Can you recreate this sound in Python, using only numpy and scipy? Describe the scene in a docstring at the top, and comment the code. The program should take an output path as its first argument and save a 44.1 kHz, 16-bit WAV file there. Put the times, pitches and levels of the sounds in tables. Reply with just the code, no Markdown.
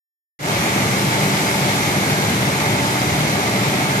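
"""A large factory hall, wire machinery running steadily. The frame rumbles, rollers and bearings
roar and rattle, the running wire hisses over its guides. A motor hums and gears whine, their tones
wavering in the reverberant hall. Heard from the left at two microphone ports; quick fade-in after
a moment of silence."""
import sys
import numpy as np
from scipy import signal
from scipy.fft import rfft, irfft, next_fast_len
from scipy.io import wavfile
from scipy.ndimage import uniform_filter1d, map_coordinates

SR = 44100
rng = np.random.default_rng(int(sys.argv[2]) if len(sys.argv) > 2 else 0)


def master_out(mix):
    """Clip the mix to full scale and print it as 16-bit PCM to the path in sys.argv[1]."""
    frames = np.transpose(np.atleast_2d(mix))
    ceiling = np.clip(frames, -1, 1)
    pcm = np.round(ceiling * 32767).astype(np.int16)
    wavfile.write(sys.argv[1], SR, pcm)


N = 176400

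# Noise spectra (frequency [Hz], density [dB/Hz])
BASS_SPECTRUM = [(22, -79), (40, -76), (60, -65), (74, -57.5), (85, -51), (93, -54), (110, -47), (135, -55),
                 (250, -90)]
RUMBLE_SPECTRUM = [(60, -85), (93, -57.5), (115, -45), (132, -43), (172, -47.5), (250, -50), (380, -54),
                   (520, -64.5), (1000, -100)]
ROAR_SPECTRUM = [(120, -79), (260, -58), (380, -52.5), (490, -57), (590, -53), (870, -53), (980, -56),
                 (1400, -57), (1950, -56.5), (2080, -54), (2220, -54), (2400, -57), (2850, -62.5),
                 (3750, -66.5), (4600, -69), (8000, -100)]
HISS_SPECTRUM = [(1500, -93), (3000, -66), (3750, -63.5), (4600, -67), (6200, -64), (7400, -67),
                 (9400, -71), (10450, -71), (10820, -67), (11300, -71.5), (12700, -69.5), (13350, -75),
                 (13900, -90)]
# Slow swells, centred and scaled in use (time [s], level [dB])
BASS_SWELL = [(0.5, -36), (0.59, -26), (0.61, -35), (2.83, -31), (2.91, -36), (3.17, -22.5), (3.46, -35),
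              (3.76, -32), (3.94, -40), (4.0, -31)]
RUMBLE_SWELL = [(0.5, -22), (0.66, -21.5), (0.8, -19), (0.96, -18.5), (1.15, -20), (1.3, -19.5),
                (1.45, -20.5), (1.8, -21), (1.93, -18.0), (2.1, -21), (2.45, -18.5), (2.56, -20.5),
                (2.8, -19.5), (2.92, -22.5), (3.06, -18.5), (3.33, -19.5), (3.5, -20), (3.7, -18.5),
                (3.86, -21.5), (4.0, -18.5)]
ROAR_SWELL = [(0.5, -28.5), (0.56, -23.5), (3.64, -25), (3.88, -23), (4.0, -25)]
HISS_SWELL = [(0.5, -32.5), (0.63, -31), (1.64, -30), (2.74, -32), (2.94, -31), (3.11, -32), (4.0, -32)]
# Drive tones (order [x shaft rate], level [dB])
SHAFT_ORDERS = [(4, -30.5), (6, -36.5), (8, -42), (9, -40.5), (15, -39.5), (17, -43.5), (18, -37),
                (24, -44), (27, -41.5), (30, -46), (33, -40), (39, -47), (42, -42.5), (45, -42)]
# Motor, gear and pulley tones (frequency [Hz], level [dB], left minus right [dB])
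WHINE_TONES = [(150.6, -32.5, 2.5), (318, -42.5, 0), (389.4, -42, -1), (576, -40, 2), (597, -42, 3),
               (795, -42.5, -1), (873, -41.5, -1), (1196, -41.5, -4), (1314, -44, -3), (1410, -47, 1),
               (3380, -51, 9), (3580, -49, 9), (3960, -45.5, 4), (4326, -46, 11), (4853, -50, 2),
               (4869, -49.5, 4), (5197, -49, 5), (7412, -53, -2), (12002, -58, -7), (12040, -59, -7)]
# Likeness of the ports (frequency [Hz], coherence [0-1])
PORT_COHERENCE = [(35, .5), (70, 0.95), (130, .99), (400, .94), (600, 0.92), (1000, 0.46), (1500, .55),
                  (1900, 0.21), (2200, 0.34), (3000, 0.16), (3800, 0.31), (4500, 0.1), (12000, 0.11)]
# Port balance (frequency [Hz], left minus right [dB])
PORT_BALANCE = [(120, 0.9), (600, 0.7), (1200, -2.5), (2000, -3.5), (2650, 2.5), (3800, 3), (4500, 2),
                (5200, 6), (6200, 6.5), (7500, -0.0), (9300, -8.5), (11300, -6.5), (13000, -4)]
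# Port phase (frequency [Hz], left lead [rad])
PORT_LEAD = [(100, 0.15), (250, .23), (600, 0.98), (800, 1.13), (1200, 2.02), (1400, 3.15), (1850, 3.43),
             (2100, 6.47), (2700, 7.64), (3800, 9.92), (7300, 14.85)]
SIDES = np.array([[1], [-1]])  # left, right


def amp(db):
    """dB to gain."""
    return 10 ** (np.asarray(db) / 20)


def unit(x):
    """Scale to rms 1."""
    return x / np.sqrt(np.mean(np.abs(x) ** 2) + 1e-20)


def along(points, hz):
    """Interpolate a table over log frequency."""
    knots_hz, values = np.transpose(points)
    return np.interp(np.log(hz + 1), np.log(knots_hz + 1), values)


def swell_db(rows):
    """Per-sample level about its mean."""
    time_s, db = np.transpose(rows)
    level_db = np.interp(np.arange(N) / SR, time_s, db)
    return level_db - level_db[int(time_s[0] * SR):].mean()


def wobble(rate_hz):
    """Smooth random curve, rate_hz knots a second."""
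    return map_coordinates(rng.standard_normal(512), [np.arange(N) * rate_hz / SR + 2], mode="mirror")


def churn(patch_db):
    """Two white noises with random gain patches in time and frequency."""
    bins = signal.stft(rng.standard_normal((2, N)), nperseg=512)[2]
    patches = uniform_filter1d(rng.standard_normal(bins.shape[1:]), size=8, axis=0)
    patches = unit(uniform_filter1d(patches, size=10, axis=1))
    return unit(signal.istft(bins * amp(patch_db * patches), nperseg=512)[1][:, :N])


def hall(x, t60_s=1, tail_db=-1):
    """Direct sound plus a diffuse tail per channel."""
    t = np.arange(SR) / SR
    tail = rng.standard_normal((2, SR)) * amp(-60 * t / t60_s)
    return x + amp(tail_db) * signal.fftconvolve(x, tail / np.linalg.norm(tail[0]), axes=1)[:, :N]


def wall_ripple(hz, treble_db=1.0, spacing_hz=45.06, corner_hz=1100):
    """Gain of the hall's standing peaks and dips per port, deeper in the treble."""
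    knots = rng.standard_normal((2, 4096))
    shape = np.array([map_coordinates(k, [hz / spacing_hz], mode="mirror") for k in knots])
    depth_db = treble_db * hz / (hz + corner_hz)
    return amp(depth_db * shape - depth_db ** 2 * np.log(10) / 20)  # offset holds mean power


def cohere(a, b, hz):
    """Mix two independent signals to the ports' coherence."""
    mix_rad = np.arccos(along(PORT_COHERENCE, hz)) / 2
    return np.cos(mix_rad) * a + SIDES * np.sin(mix_rad) * b


def at_ports(pair, spectrum):
    """Colour two white signals and place them at the ports."""
    n_fft = next_fast_len(N + 8192)
    hz = np.fft.rfftfreq(n_fft, 1 / SR)
    a, b = rfft(pair, n_fft) * amp(along(spectrum, hz)) * np.sqrt(SR / 2)
    balance = amp(SIDES * along(PORT_BALANCE, hz) / 2)
    balance /= np.sqrt(np.mean(balance ** 2, axis=0))
    lead = np.exp(0.5j * SIDES * along(PORT_LEAD, hz))
    return irfft(balance * lead * wall_ripple(hz) * cohere(a, b, hz), n_fft)[:, :N]


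def shaft_time_s(drift=0.0009):
    """Time kept by a shaft whose speed drifts slightly."""
    return np.cumsum(1 + drift * wobble(rate_hz=2)) / SR


def tone(hz, level_db, balance_db, clock_s, waver_hz=5, treble_share=0.57, steady_below_hz=250):
    """Machine tone: a steady part plus a diffuse share fading at random in the hall."""
    share = treble_share * hz / (hz + steady_below_hz)
    a, b = (unit(wobble(waver_hz) + 1j * wobble(waver_hz)) for _ in range(2))
    field = np.sqrt(1 - share) + np.sqrt(share) * cohere(a, b, hz)
    phase_rad = 2 * np.pi * (hz * clock_s + rng.random()) + SIDES * along(PORT_LEAD, hz) / 2
    balance = unit(amp(SIDES * balance_db / 2))
    return np.sqrt(2) * amp(level_db) * balance * np.real(field * np.exp(1j * phase_rad))


def frame(rumble_trim_db=-0.2, bass_trim_db=-0.3):
    """The frame rumbles and throbs unevenly over a separately swelling deep bass."""
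    rumble_db = rumble_trim_db + 0.94 * swell_db(RUMBLE_SWELL) + 0.4 * wobble(rate_hz=22.03)
    bass_db = bass_trim_db + 0.7 * swell_db(BASS_SWELL)
    rumble = at_ports(rng.standard_normal((2, N)), RUMBLE_SPECTRUM)
    bass = at_ports(rng.standard_normal((2, N)), BASS_SPECTRUM)
    return amp(rumble_db) * rumble + amp(bass_db) * bass


def rollers(trim_db=-0.91):
    """Rollers and bearings roar through the steelwork's resonances."""
    level_db = trim_db + 0.61 * swell_db(ROAR_SWELL)
    return amp(level_db) * at_ports(churn(patch_db=0.5), ROAR_SPECTRUM)


def wire(trim_db=-0.5):
    """Wire hisses over its guides with a slight flutter."""
    level_db = trim_db + 1.1 * swell_db(HISS_SWELL) + 0.22 * wobble(rate_hz=30)
    return amp(level_db) * at_ports(churn(patch_db=0.72), HISS_SPECTRUM)


def rattle(hits_per_s=190, scatter_db=3.5, decay_s=0.0024, body_db=-9, tick_db=-12.5):
    """Dense small metal contacts of the rollers, blurred by the hall."""
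    hits = rng.random(N) < hits_per_s / SR
    strength = amp(scatter_db * np.clip(rng.standard_normal(N), -2, 2))
    envelope = signal.lfilter([1], [1, -np.exp(-1 / (decay_s * SR))], hits * strength)
    contacts = unit(hall(envelope * rng.standard_normal((2, N))))
    body = amp(body_db) * at_ports(contacts, ROAR_SPECTRUM)
    ticks = amp(tick_db) * at_ports(contacts, HISS_SPECTRUM)
    return body + ticks


def drive(shaft_hz=49.33):
    """Drive orders lock to one shaft; other motors, gears and pulleys drift independently."""
    clock_s = shaft_time_s()
    orders = sum(tone(order * shaft_hz, db, along(PORT_BALANCE, order * shaft_hz), clock_s)
                 for order, db in SHAFT_ORDERS)
    whines = sum(tone(hz, db, balance_db, shaft_time_s()) for hz, db, balance_db in WHINE_TONES)
    return orders + whines


def scene():
    """All machine parts at once."""
    return frame() + rollers() + wire() + rattle() + drive()


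def record(dry, start_s=0.39, start_gain=0.11, fade_s=0.095, cutoff_hz=14100):
    """Silence, short fade-in, brick-wall low-pass."""
    t = np.arange(N) / SR - start_s
    fade = (t > 0) * np.clip(start_gain + t / fade_s * (1 - start_gain), 0, 1)
    n_fft = next_fast_len(N + SR // 2)
    passband = np.fft.rfftfreq(n_fft, 1 / SR) < cutoff_hz
    return irfft(rfft(dry * fade, n_fft) * passband, n_fft)[:, :N]


dry = scene()
out = record(dry)
master_out(out)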